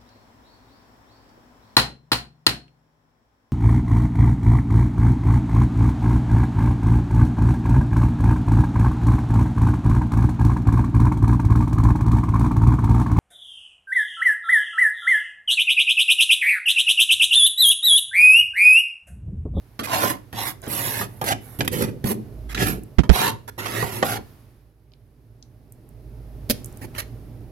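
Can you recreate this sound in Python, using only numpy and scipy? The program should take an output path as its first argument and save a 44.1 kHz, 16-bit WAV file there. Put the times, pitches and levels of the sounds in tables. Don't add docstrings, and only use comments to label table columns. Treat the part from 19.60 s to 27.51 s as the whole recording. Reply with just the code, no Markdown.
import sys
import numpy as np
from scipy import signal
from scipy.fft import rfft, irfft
from scipy.io import wavfile

SR = 44100
rng = np.random.default_rng(int(sys.argv[2]) if len(sys.argv) > 2 else 0)


def log_audio(samples):
    frames = np.atleast_2d(samples).T
    limited = np.clip(frames, -1, 1)
    pcm = np.round(limited * 32767).astype(np.int16)
    wavfile.write(sys.argv[1], SR, pcm)


N = 348831


def from_db(db):
    return 10 ** (np.asarray(db) / 20)


def unit_rms(x):
    return x / np.sqrt(np.mean(x ** 2) + 1e-20)


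def butter(x, hz, kind, order=2):
    sections = signal.butter(order, np.clip(hz, 10, .45 * SR), kind, fs=SR, output="sos")
    return signal.sosfilt(sections, x + 1e-18)


def drift(rate_hz, size):
    knots = rng.standard_normal(4000)
    return np.interp(np.arange(size) / SR * rate_hz, np.arange(len(knots)), knots)


def colour(x, spectrum, modes=(), size=4096):
    hz = np.maximum(np.arange(size // 2 + 1) * SR / size, 1)
    curve_hz, curve_db = np.transpose(spectrum)
    db = np.interp(np.log(hz), np.log(curve_hz), curve_db)
    for centre_hz, width_hz, boost_db in modes:
        db = db + boost_db / (1 + (2 * (hz - centre_hz) / width_hz) ** 2)
    cepstrum = irfft(np.log(from_db(db)))
    cepstrum[1:size // 2] *= 2
    cepstrum[size // 2 + 1:] = 0
    response = irfft(np.exp(rfft(cepstrum)))
    return signal.fftconvolve(x, response[None], axes=-1)[:, :x.shape[-1]]


def stereo(pair, coherence, pan_db):
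    angle = np.arcsin(np.clip(coherence, -1, 1)) / 2
    mixed = np.cos(angle) * pair + np.sin(angle) * pair[::-1]
    panned = mixed * from_db([[pan_db / 2], [-pan_db / 2]])
    return panned / np.sqrt(np.mean(panned.mean(0) ** 2) + 1e-20)


def add(out, start_s, sound):
    at = max(round(start_s * SR), 0)
    out[:, at:at + sound.shape[1]] += sound[:, :N - at]


# start_s, length_s, level_db
HUM_SWELLS = [(2.68, 0.59, -33.5), (6.25, 0.91, -41), (7.118, 0.87, -46)]

def hum(pitch_hz=53.4, waver_hz=0.84, steady_db=-57):
    t = np.arange(N) / SR
    swells = sum(from_db(db) * np.sin(np.pi * np.clip((t - start_s) / length_s, 0, 1))
                 for start_s, length_s, db in HUM_SWELLS)
    tone = np.sin(2 * np.pi * np.cumsum(pitch_hz + waver_hz * drift(17, N)) / SR)
    return (from_db(steady_db) + swells) * stereo(np.array([tone, tone]), coherence=0.97, pan_db=-4.5)


# freq_hz, relative_db
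RUMBLE_SPECTRUM = [(15, -35.5), (25, -6.5), (43, -6.5), (59, 2.5), (79, -10), (119, 0), (178, -14.5),
                   (234, -11), (406, -15), (564, -24.5), (619, -17.5), (678, -28), (800, -26.5),
                   (1090, -43.5), (2000, -56.5), (2600, -73), (4400, -120)]

def rumble():
    noise = colour(rng.standard_normal((2, N)), RUMBLE_SPECTRUM, modes=[(53, 19, -8.5), (107, 52, 5)])
    return stereo(noise, coherence=0.93, pan_db=-4.5)


# freq_hz, relative_db
HISS_SPECTRUM = [(800, 9), (2200, 1), (3300, -3.5), (5200, -4), (7800, -11.5), (11000, -1.5), (13500, -3.5),
                 (16000, -11.5)]

def hiss():
    noise = colour(rng.standard_normal((2, N)), HISS_SPECTRUM)
    return stereo(butter(noise, 630, "high"), coherence=.3, pan_db=-2)


# time_s, rumble_db, hiss_db
BACKGROUND_LEVELS = [(0, -52.5, -64), (2.801, -39, -60.5), (3.9, -48.5, -65.5), (4.7, -47.5, -58.5),
                     (5.15, -56, -74), (6.052, -49.5, -69.5), (6.8, -40, -61.5), (7.1, -39, -56.5),
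                     (7.91, -40, -63.5)]

def background():
    times_s, *levels_db = np.transpose(BACKGROUND_LEVELS)
    rumble_gain, hiss_gain = [from_db(np.interp(np.arange(N) / SR, times_s, db)) for db in levels_db]
    return hum() + rumble_gain * rumble() + hiss_gain * hiss()


def wall_echoes(x, count=3, strength=.6, delay_range_s=(.0004, .003), sweep_s=.00016, sweep_hz=9):
    n = np.arange(len(x))
    treble = butter(x, 840, "high", order=1)
    left_lag_s = 0.000413 + sweep_s / 2 * drift(sweep_hz, len(n))
    out = np.array([np.interp(n - left_lag_s * SR, n, x), x])
    for side in range(2):
        for delay_s in rng.uniform(*delay_range_s, count):
            lag_s = delay_s + sweep_s * drift(sweep_hz, len(n))
            out[side] += strength * np.interp(n - lag_s * SR, n, treble, left=0)
    return out


# freq_hz, relative_db
FROST_SPECTRUM = [(60, -7.5), (110, 6), (170, 0.5), (260, 2), (520, 1), (900, 5), (1300, -4), (1900, -8.5),
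                  (3000, -13), (5000, -17.5), (8000, -20.5), (10300, -13.5), (13500, -13.5), (15000, -21)]
# centre_hz, width_hz, boost_db
WALL_AND_BOWL_MODES = [(113.4, 7.2, 8.5), (11370, 850, 9), (11040, 210, 3), (13100, 1500, 5),
                       (13070, 98, -2.5)]
# low_hz, high_hz
FROST_BANDS = [(58, 410), (470, 1430), (1550, 7300), (7700, 17000)]
# coherence, pan_db, stroke_trim_db, knock_trim_db, knock_t60_ratio
BAND_VOICING = [(0, -4, -2, -1, 2.4), (0.55, -4, -0.5, 1, 1.2), (0.03, -5.5, -1, -3, .8),
                (0, -7, -3, -6, .8)]

def frost(size, resonances, breaks_per_s=6000, spread_db=2.5, lead_in=2048):
    size = size + lead_in
    breaks = rng.random(size) < breaks_per_s / SR
    heights = from_db(spread_db * np.minimum(rng.exponential(1, size), 5)) * rng.choice([-1, 1], size)
    modes = [(hz, 16 + 0.062 * hz, db) for hz, db in resonances]
    swarm = colour(wall_echoes(breaks * heights), FROST_SPECTRUM, WALL_AND_BOWL_MODES + modes)
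    return [stereo(butter(swarm, edges_hz, "band", order=4)[:, lead_in:], coherence, pan_db)
            for edges_hz, (coherence, pan_db, *_) in zip(FROST_BANDS, BAND_VOICING)]


# centre_hz, boost_db
STEM_MODES = [(1210, 6), (1850, 5.5), (2450, 1.5), (3200, 8), (3900, 4.5)]
# start_s, boom_db, crunch_db, rasp_db, sizzle_db, base_t60_s
KNOCKS = [(0.1913, -28.5, -33, -25.5, -32.5, 0.13), (0.434, -21, -20, -51, -38, 0.092),
          (0.727, -34, -42.5, -36.5, -39, 0.14), (1.067, -28.5, -36.5, -35, -52, 0.09),
          (1.412, -32, -27.5, -35.5, -55, .1), (1.613, -26.5, -25, -29.5, -25.5, 0.1),
          (1.988, -21, -50, -35, -26, 0.19), (2.006, -25, -25, -14.5, -35, 0.058),
          (2.047, -27.5, -50, -29, -29.5, 0.082), (2.077, -24, -30.5, -14, -12, 0.034),
          (2.221, -22, -50, -26, -14.5, 0.031), (2.441, -15.5, -39, -27, -27, 0.048),
          (2.946, -33.5, -48.5, -20, -32, 0.079), (3.434, -25, -36, -34, -47.5, 0.1),
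          (4.058, -52, -33.5, -26.5, -35, 0.1), (4.225, -25, -23.5, -35, -39.5, 0.092),
          (4.426, -19.5, -14.5, -15.5, -38, 0.068)]

def knocks(rise_s=.001):
    out, t = np.zeros((2, N)), np.arange(SR // 4) / SR
    rise = 1 - np.exp(-t / rise_s)
    for start_s, *levels_db, base_t60_s in KNOCKS:
        bands = frost(len(t), STEM_MODES)
        for band, db, (*_, trim_db, t60_ratio) in zip(bands, levels_db, BAND_VOICING):
            fade = from_db(-60 * t / (base_t60_s * t60_ratio))
            add(out, start_s, band * from_db(db + trim_db) * fade * rise)
    return out


# centre_hz, boost_db
RUB_MODES = [(380, 9.5), (1800, 3.5), (2200, 3)]
# start_s, length_s, boom_db, crunch_db, rasp_db, sizzle_db
RUBS = [(0.23, 0.041, -47, -45, -34.5, -37.5), (1.02, 0.059, -47, -46.5, -48, -54),
        (1.461, 0.17, -57.5, -60.5, -66, -58.5), (1.79, 0.22, -60, -57.5, -60.5, -52),
        (2.886, 0.06, -57, -51, -43, -51.5), (3.875, 0.027, -48, -38, -41, -44.5),
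        (7.207, 0.058, -37, -49, -47.5, -49), (7.334, 0.11, -49, -50, -47, -51.5),
        (7.376, 0.038, -55, -44.5, -33, -35.5)]

def rubs():
    out = np.zeros((2, N))
    for start_s, length_s, *levels_db in RUBS:
        contact = signal.windows.tukey(round(length_s * SR), .5)
        rub = sum(band * from_db(db) for band, db in zip(frost(SR // 2, RUB_MODES), levels_db))
        add(out, start_s, contact * rub[:, :len(contact)])
    return out


# first_touch_db, brightening_share, ring_s, delay_s
BAND_RESPONSE = [(-6.5, 0.073, .14, 0.018), (-11, -.45, 0.07, .002), (-10.5, -0.22, 0.0089, 0.006),
                 (-12, .8, 0.012, .001)]

def pull_envelopes_db(t, attack_s, length_s, release_s, brightening_db, arch_db=1.5, fall_db=-36):
    for touch_db, share, ring_s, delay_s in BAND_RESPONSE:
        age_s = t - delay_s
        progress = np.clip(age_s / length_s, 0, 1)
        dig = touch_db * np.clip(1 - age_s / attack_s, 0, 1)
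        hold = arch_db * (np.sin(np.pi * progress) - .5) + share * brightening_db * (progress - .5)
        let_go = fall_db * np.maximum(age_s - length_s, 0) / (release_s + ring_s)
        yield dig + hold + let_go


# centre_hz, boost_db
BOX_MODES = [(112, 4), (200, 4.5), (305, 5), (385, 6), (560, 5), (748, 9), (927, 5), (1670, 0), (2040, 1.5),
             (2255, -2.5), (2710, 0), (3770, -1), (4190, 1)]
# start_s, attack_s, length_s, release_s,
# boom_db, crunch_db, rasp_db, sizzle_db, brightening_db, lower_mode_hz, upper_mode_hz
STROKES = [ (0.269, 0.067, 0.23, 0.077, -32, -31, -30, -31.5, 8.5, 312, 1030),
           (0.741, 0.045, .16, 0.041, -39.5, -36.5, -34, -33, 13.5, 1110, 3930),
           (1.075, 0.038, 0.36, 0.046, -33.5, -42, -35, -29, -6, 188, 784),
           (1.637, 0.044, 0.085, 0.027, -30, -32, -27.5, -29.5, -13, 382, 1600),
           (2.113, 0.016, 0.13, 0.092, -23, -43, -36, -33.5, -6.5, 165, 482),
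           (2.449, 0.011, 0.066, 0.046, -21, -38.5, -35.5, -29.5, 7.5, 206.5, 774),
           (2.962, .045, 0.13, .1, -23, -37, -27.5, -33, 18.5, 180, 1704),
           (3.512, 0.035, 0.17, 0.061, -27, -28, -26, -29, 1.5, 900, 3890),
           (3.977, 0.0057, 0.41, 0.09, -32.5, -40.5, -35.5, -38.5, 7.5, 371, 1930),
           (4.438, 0.0083, .13, 0.016, -32, -33, -33.5, -33, -2.5, 806, 1414), ]

def strokes(bite_s=.004, place_spread_db=0.5, favoured_db=10):
    out, t = np.zeros((2, N)), np.arange(SR * 4 // 5) / SR
    bite = np.minimum(t / bite_s, 1)
    for start_s, attack_s, length_s, release_s, *levels_db, brightening_db, lower_hz, upper_hz in STROKES:
        catching_db = -0.45 * drift(190, len(t))
        lumps_db = 2.3 * drift(45, len(t))
        cavity = [(hz, db + place_spread_db * rng.standard_normal()) for hz, db in BOX_MODES]
        bands = frost(len(t), cavity + [(lower_hz, favoured_db), (upper_hz, favoured_db)])
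        envelopes = pull_envelopes_db(t, attack_s, length_s, release_s, brightening_db)
        for band, db, pull_db, (_, _, trim_db, *_) in zip(bands, levels_db, envelopes, BAND_VOICING):
            add(out, start_s, band * bite * from_db(db + trim_db + pull_db + catching_db + lumps_db))
    return out


# start_s, relative_db, centre_hz
TICKS = [(1.018, -35.5, 9500), (1.065, -38, 6960), (2.518, -29, 11500), (2.978, -14, 2350),
         (3.235, -36.5, 10400), (5.319, -50.5, 3750), (5.336, -45, 3550), (5.826, -36, 4960),
         (6.122, -35.5, 10200), (6.29, -44, 11050), (7.045, -26.5, 8500), (7.059, -26.5, 10800),
         (7.126, -42, 8630), (7.172, -34.5, 9600), (7.35, -27.5, 2080), (7.402, -29.5, 4970)]

def ticks(t60_s=0.012, gain_db=-5, edge_ratio=1.38, crumbs_db=-22, crumbs_t60_s=.13):
    out, t = np.zeros((2, N)), np.arange(SR // 8) / SR
    fade = from_db(-60 * t / t60_s) + from_db(crumbs_db - 60 * t / crumbs_t60_s)
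    for start_s, db, hz in TICKS:
        snap = butter(rng.standard_normal((2, len(t))), [hz / edge_ratio, hz * edge_ratio], "band", order=3)
        add(out, start_s, stereo(snap, coherence=0.12, pan_db=-4) * from_db(db + gain_db) * fade)
    return out


# start_s, level_db, scuff_t60_s, grit_relative_db
BUMPS = [(3.3837, 10, 0.06, -19.5), (3.4924, 17.5, 0.051, -18)]

def microphone_bumps(swing_hz=58, swing_t60_s=0.081, swing_db=-1, rise_s=0.0038):
    out, t = np.zeros((2, N)), np.arange(SR // 4) / SR
    rise = 1 - np.exp(-t / rise_s)
    swing = np.sin(2 * np.pi * swing_hz * t) * from_db(swing_db - 60 * t / swing_t60_s)
    for start_s, db, t60_s, grit_db in BUMPS:
        scuff = unit_rms(butter(rng.standard_normal(len(t)), [70, 210], "band"))
        grit = from_db(grit_db) * unit_rms(butter(rng.standard_normal(len(t)), 2500, "low"))
        touch = ((scuff + grit) * from_db(-60 * t / t60_s) + swing) * rise
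        add(out, start_s, from_db(db) * touch * [[0], [1]])
    return out


# start_s, level_db
SLIPS = [(6.8926, -34), (6.898, -12.5), (6.9025, -15.5), (6.907, -13), (6.9105, -17)]

def judder(crack_t60_s=0.041, crack_db=-2, thud_hz=240, thud_t60_s=0.022, rise_s=0.00027):
    out, t = np.zeros((2, N)), np.arange(SR // 16) / SR
    crack_spectrum = [(200, -15), (520, 11.5), (1000, -17.5), (1600, -8.5),  # freq_hz, relative_db
                      (4500, -2.5), (8000, -12.0), (12000, 0.5), (16000, -12)]
    rise = 1 - np.exp(-t / rise_s)
    thud = np.sin(2 * np.pi * thud_hz * t) * from_db(-60 * t / thud_t60_s)
    for start_s, db in SLIPS:
        noise = colour(rng.standard_normal((2, len(t))), crack_spectrum)
        crack = stereo(noise, coherence=.2, pan_db=-6) * from_db(crack_db - 60 * t / crack_t60_s)
        add(out, start_s, from_db(db) * (crack + thud) * rise)
    return out


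def room(x, t60_s=0.3, rise_s=0.0033, tail_db=-11.5, treble_hz=7000, bass_db=-14.5, bass_hz=450):
    t = np.arange(SR) / SR
    tail = rng.standard_normal((2, SR)) * from_db(-60 * t / t60_s) * (1 - np.exp(-t / rise_s))
    tail = tail / np.sqrt(np.sum(tail ** 2) / 2)
    dull = from_db(tail_db) * butter(tail, treble_hz, "low", order=1)
    bass = from_db(bass_db) * butter(tail, bass_hz, "low")
    return signal.fftconvolve(x.mean(0)[None], dull + bass, axes=-1)[:, :N]


def scene():
    freezer = strokes() + rubs() + knocks() + ticks() + judder()
    return freezer + room(freezer) + background() + microphone_bumps()


def record(dry):
    low_pass = signal.ellip(10, .1, 80, 16000, fs=SR, output="sos")
    return signal.sosfilt(low_pass, np.clip(dry, -.95, .95))


dry = scene()
out = record(dry)
log_audio(out)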